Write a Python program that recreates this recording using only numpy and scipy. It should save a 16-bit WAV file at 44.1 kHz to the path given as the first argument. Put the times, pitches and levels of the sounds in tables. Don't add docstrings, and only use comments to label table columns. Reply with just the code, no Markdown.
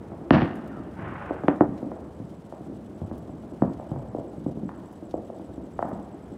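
import sys
import numpy as np
from scipy import signal
from scipy.fft import rfft, irfft, next_fast_len
from scipy.io import wavfile
from scipy.ndimage import uniform_filter1d, minimum_filter1d

SR = 44100
rng = np.random.default_rng(int(sys.argv[2]) if len(sys.argv) > 2 else 0)


def generate_wav(signal):
    frames = np.transpose(np.atleast_2d(signal))
    scaled = np.clip(frames, -1, 1) * 32767
    pcm = np.round(scaled).astype(np.int16)
    wavfile.write(sys.argv[1], SR, pcm)


N = 280917
TIME_S = np.arange(N) / SR

# (time [s], level [dB], body [Hz], air cut-off [Hz])
SHELL_BURSTS = [ (.117, -30, 290, 1200), (.211, -32, 340, 900), (.307, 2.5, 250, 2600),
                (.769, -26, 280, 520), (0.987, -26.5, 170, 560), (1.0272, -26, 123, 495),
                (1.3067, -14, 393, 920), (1.435, -20, 380, 1000), (1.4409, -19, 250, 550),
                (1.4824, -3.7, 320, 1930), (1.6076, 0, 305, 1110), (1.686, -21, 250, 350),
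                (1.826, -20.5, 251, 620), (1.916, -23.5, 476, 1090), (2.198, -24, 160, 498),
                (2.523, -27, 600, 956), (2.6057, -26, 187, 500), (2.6955, -25.5, 245, 430),
                (3.015, -21.5, 110, 770), (3.112, -23, 268, 920), (3.332, -27, 230, 410),
                (3.435, -29.5, 220, 780), (3.5204, -30, 280, 700), (3.6205, -6, 229, 980),
                (3.7967, -24.5, 604, 840), (3.9143, -18, 131, 780), (3.9596, -25.5, 540, 875),
                (4.1466, -16, 410, 620), (4.1834, -19.5, 433, 610), (4.377, -23.5, 189.4, 370),
                (4.4615, -14.5, 220, 594), (4.5698, -22.5, 231, 510), (4.6295, -19.5, 205, 445),
                (4.691, -27, 910, 1460), (5.0228, -28, 315, 543), (5.139, -13.5, 464, 590),
                (5.299, -23.5, 523, 660), (5.395, -27.5, 312, 760), (5.5762, -24.5, 279, 500),
                (5.7901, -14.5, 644, 1120), (5.8255, -13, 680, 1210), (5.847, -21.5, 217, 650),
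                (5.9155, -24, 550, 1080), (5.927, -22.5, 196, 600), (6.323, -30, 200, 590)]
# (centre [Hz], width [Hz], gain [dB])
PATH_COLOUR = [(312, 95, 3), (433, 81, -8), (694, 110, 3), (1817, 100, 6), (2230, 1100, -3),
               (2850, 100, 6.5), (3800, 420, -1.5), (4750, 560, 1)]
GROUND_ALLPASS_HZ = (307, 646, 1200)
# (delay [s], level re burst [dB], cut-off [Hz])
HOUSE_SLAPS = [(.0375, -12.5, 653), (.0585, -12.5, 1390), (.112, -13.5, 2300)]
# (time [s], relative level [dB])
RUMBLE_ENVELOPE = [(0, -34), (.55, -38), (1.4, -33.5), (2.4, -38.5), (3.9, -36.5), (4.9, -39.5),
                   (6.37, -36.5)]
# (frequency [Hz], relative density [dB])
RUMBLE_SPECTRUM = [(15, -69.5), (25, -56.5), (41, -25), (64, -0.5), (142, -4), (208, 0.5), (273, -8.5),
                   (337, -5.5), (409, -6.5), (441, -7), (468, -8.5), (612, -11), (2500, -37.5), (3250, -57),
                   (5500, -120)]
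# (frequency [Hz], relative density [dB])
ROCKET_SPECTRUM = [(350, -19.5), (600, -3), (1260, -3), (1370, -5.5), (1500, -3.5), (1680, -8), (2800, -21),
                   (3930, -39), (6000, -66), (7800, -73), (13200, -120)]
# (first chirp [s], last chirp [s])
CRICKET_PHRASES = [(1.297, 1.49), (1.757, 3.047), (3.209, 4.477), (4.664, 6.324)]
# (time [s], level [dB], centre [Hz])
NEAR_TICKS = [(.553, -56, 8000), (.673, -59.5, 9100), (1.776, -52.5, 2950), (3.178, -56.5, 8300),
              (3.731, -55, 3280), (4.924, -59, 8000), (5.108, -52, 2940), (5.885, -58.5, 8950)]
# (frequency [Hz], relative density [dB])
HISS_SPECTRUM = [(1290, -30.5), (2200, -10.5), (2450, -7.5), (2950, -0.5), (4300, -6.5), (6900, -9.5),
                 (7800, -8.5), (8400, -8.5), (15500, -21)]


def bursts(wall_s=0.014, wall_db=-19.5, wall_hz=900, echo_cut_hz=2900, direct_cut_hz=62):
    out = np.zeros(N)
    for start_s, db, body_hz, air_hz in SHELL_BURSTS:
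        pulse = from_db(db) * blast(body_hz, air_hz)
        pitch_oct = np.log2(body_hz / 300)
        echo_db = -6.0 - 0.2894 * db - 1.6 * pitch_oct
        echo_t60_s = 0.16 - 0.0331 * db
        roll_db = -21.5 + 1.5 * pitch_oct
        dulled = cut(pulse, echo_cut_hz, "low", order=2)
        add(out, start_s, cut(pulse, direct_cut_hz, "high", order=1))
        add(out, start_s + wall_s, from_db(wall_db) * cut(pulse, wall_hz, "low", order=1))
        add(out, start_s, from_db(echo_db) * street_echoes(dulled, echo_t60_s, roll_db))
    return out


def blast(body_hz, air_hz, damping=0.61, ground_q=0.8, notch_db_at_1khz=-1.5):
    jf = 1j * np.fft.rfftfreq(2048, 1 / SR)
    s = jf / body_hz
    spectrum = s / (1 + damping * s + s * s)
    notch_db = notch_db_at_1khz * (air_hz / 1000) ** 2
    notches_hz = 0.88 * air_hz * np.array([3, 5, 7]) / 3
    bounce = [(hz, 0.096 * air_hz, notch_db) for hz in notches_hz]
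    for hz, width_hz, db in [*PATH_COLOUR, *bounce]:
        spectrum *= jf ** 2 + jf * width_hz * from_db(db / 2) + hz ** 2
        spectrum /= jf ** 2 + jf * width_hz * from_db(-db / 2) + hz ** 2
    for hz in GROUND_ALLPASS_HZ:
        s = jf / hz
        spectrum *= (1 - s / ground_q + s * s) / (1 + s / ground_q + s * s)
    pulse = cut(irfft(spectrum), air_hz, "low", order=3)
    pulse = cut(pulse, 2.16 * air_hz, "low", order=6)
    return pulse / np.abs(pulse).max()


def street_echoes(pulse, t60_s, roll_db, roll_t60_s=1.93, roll_hz=1300, build_s=0.0059, lumpy_db=3.0,
                  boom_db=0.0, boom_hz=170, boom_t60_s=0.28):
    t = TIME_S[:SR]
    near, far, low = rng.standard_normal((3, len(t)))
    lumps = from_db(lumpy_db * np.repeat(rng.standard_normal(441), len(t) // 441))
    reflections = near * lumps * from_db(-60 * t / t60_s)
    roll = cut(far, roll_hz, "low", order=1) * from_db(roll_db - 60 * t / roll_t60_s)
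    boom = cut(low, boom_hz, "low", order=2) * from_db(boom_db - 60 * t / boom_t60_s)
    onset = 1 - np.exp(-(t / build_s) ** 2)
    tail = signal.fftconvolve((reflections + roll + boom) * onset, pulse)
    return tail * np.sqrt(np.sum(pulse ** 2) / np.sum(tail ** 2))


def hillside_echoes(delay_s=0.009, scatter_db=-6.0, bite_hz=1550, bite_q=2.2, bite_db=-6.5, tail_db=1.0):
    out = np.zeros(N)
    start_s, db, _, _ = max(SHELL_BURSTS, key=lambda burst: burst[1])
    pulse = blast(body_hz=240, air_hz=2900, damping=1.0, notch_db_at_1khz=0)
    pulse += from_db(bite_db) * signal.lfilter(*signal.iirpeak(bite_hz, bite_q, fs=SR), pulse)
    pulse /= np.abs(pulse).max()
    scatter = street_echoes(pulse, t60_s=0.43, roll_db=-20.5, roll_t60_s=2.6, roll_hz=1800,
                            build_s=0.011, boom_db=-2.0)
    add(out, start_s + delay_s, from_db(db + scatter_db) * scatter)
    for slap_s, slap_db, slap_hz in HOUSE_SLAPS:
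        slap = from_db(db + slap_db) * blast(body_hz=180, air_hz=slap_hz, notch_db_at_1khz=0.5)
        tail = street_echoes(slap, t60_s=0.16, roll_db=-23.5, boom_db=-2.5)
        add(out, start_s + slap_s, slap)
        add(out, start_s + slap_s, from_db(tail_db) * tail)
    return out


def far_bursts(count=260, pops_db=-10.5, rumble_db=-6.0, spread_db=8.5, smear_db=1.5, smear_t60_s=0.09):
    pops = np.zeros(N)
    for when, strength, pitch_oct, brightness in rng.uniform(-1, 1, (count, 4)):
        pop = blast(body_hz=250 * 2 ** pitch_oct, air_hz=700 * 2 ** (brightness / 2))
        add(pops, (when + 1) / 2 * TIME_S[-1], from_db(spread_db * strength) * pop)
    t = TIME_S[:SR // 10]
    streets = rng.standard_normal(len(t)) * from_db(-60 * t / smear_t60_s)
    smeared = signal.fftconvolve(pops, streets)[:N]
    pops = unit_rms(unit_rms(pops) + from_db(smear_db) * unit_rms(smeared))
    envelope = from_db(np.interp(TIME_S, *np.transpose(RUMBLE_ENVELOPE)))
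    return envelope * (from_db(pops_db) * pops + from_db(rumble_db) * noise(RUMBLE_SPECTRUM))


def rocket(level_db=-40.0, sputter_db=1.9, sputter_hz=60):
    gain = from_db(level_db + sputter_db * flutter(sputter_hz))
    envelope = swell(start_s=0.94, attack_s=0.16, hold_s=0.15, t60_s=1.23)
    return gain * envelope * noise(ROCKET_SPECTRUM)


def whistler(start_s=0.705, start_hz=1480, fall_oct_per_s=2.9, level_db=-45.5, blur_hz=70):
    hz = start_hz * 2 ** (-fall_oct_per_s * np.maximum(TIME_S - start_s, 0))
    tone = np.sin(2 * np.pi * np.cumsum(hz) / SR)
    envelope = swell(start_s, attack_s=0.027, hold_s=0.06, t60_s=0.24)
    return from_db(level_db) * envelope * flutter(blur_hz) * tone


def cricket(full_db=-62, shy_db=9, warm_up_s=1.3, period_s=0.098, pair_s=0.017, stroke_s=0.003,
            pitch_hz=7780, detune_hz=40, fall_hz_per_s=50000):
    out = np.zeros(N)
    t = TIME_S[:SR // 50] - 0.01
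    song_start_s = CRICKET_PHRASES[0][0]
    for first_s, last_s in CRICKET_PHRASES:
        for chirp_s in np.linspace(first_s, last_s, round((last_s - first_s) / period_s) + 1):
            db = full_db - shy_db * np.exp((song_start_s - chirp_s) / warm_up_s)
            for delay_s, (detune, force_db) in zip((0, pair_s), rng.standard_normal((2, 2))):
                cycles = (pitch_hz + detune_hz * detune) * t - fall_hz_per_s * t * t / 2
                stroke = np.exp(-(t / stroke_s) ** 2) * np.sin(2 * np.pi * cycles)
                add(out, chirp_s + delay_s + t[0], from_db(db + force_db) * stroke)
    return out


def ticks(t60_s=0.056, rise_s=0.002, edge_ratio=1.6, faint_count=12, faint_db=-67.5, faint_hz=6000):
    out = np.zeros(N)
    t = TIME_S[:SR // 10]
    envelope = (1 - np.exp(-t / rise_s)) * from_db(-60 * t / t60_s)
    faint = [(when * TIME_S[-1], faint_db, faint_hz * 2 ** (pitch - 0.5))
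             for when, pitch in rng.random((faint_count, 2))]
    for start_s, db, hz in [*NEAR_TICKS, *faint]:
        puff = cut(rng.standard_normal(len(t)), hz / edge_ratio, "high", order=2)
        puff = cut(puff, hz * edge_ratio, "low", order=2)
        add(out, start_s, from_db(db) * envelope * unit_rms(puff))
    return out


def night_hiss(level_db=-70, flicker_db=2.0, flicker_hz=45):
    return from_db(level_db + flicker_db * flutter(flicker_hz)) * noise(HISS_SPECTRUM)


def noise(spectrum):
    hz, db = np.transpose(spectrum)
    size = next_fast_len(N)
    bins_hz = np.fft.rfftfreq(size, 1 / SR) + 0.0011
    skirts = np.minimum(1, np.minimum(bins_hz / hz[0], hz[-1] / bins_hz)) ** 4
    gain = from_db(np.interp(np.log(bins_hz), np.log(hz), db)) * skirts
    return unit_rms(irfft(rfft(rng.standard_normal(size)) * gain, size)[:N])


def flutter(hz):
    return unit_rms(cut(rng.standard_normal(N), hz, "low", order=2))


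def swell(start_s, attack_s, hold_s, t60_s):
    t = TIME_S - start_s
    rise = np.sin(np.pi / 2 * np.clip(t / attack_s, 0, 1))
    return rise * from_db(-60 * np.maximum(t - attack_s - hold_s, 0) / t60_s)


def cut(x, hz, kind, order):
    sos = signal.butter(order, np.clip(hz, 10, SR / 2 - 1000), kind, fs=SR, output="sos")
    return signal.sosfilt(sos, x)


def add(out, start_s, sound):
    i = int(np.clip(start_s * SR, 0, N - 1))
    out[i:i + len(sound)] += sound[:N - i]


def from_db(db):
    return 10 ** (np.asarray(db) / 20)


def unit_rms(x):
    return x / np.sqrt(np.mean(x ** 2) + 1e-20)


def scene(bass_cut_hz=42):
    near = cut(bursts() + hillside_echoes(), bass_cut_hz, "high", order=2)
    fireworks = near + far_bursts() + rocket() + whistler()
    return (fireworks + night_hiss() + cricket() + ticks())[None]


def record(dry, ceiling=0.67, release_db_per_s=300, cutoff_hz=15800):
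    over_db = 20 * np.log10(np.maximum(np.abs(dry[0]) / ceiling, 1))
    release_db = release_db_per_s * TIME_S
    held_db = np.maximum.accumulate(over_db + release_db) - release_db
    gain = minimum_filter1d(from_db(-held_db), size=129)
    gain = uniform_filter1d(gain, size=129)
    return signal.sosfilt(signal.ellip(10, 0.1, 80, cutoff_hz, fs=SR, output="sos"), dry * gain)


dry = scene()
out = record(dry)
generate_wav(out)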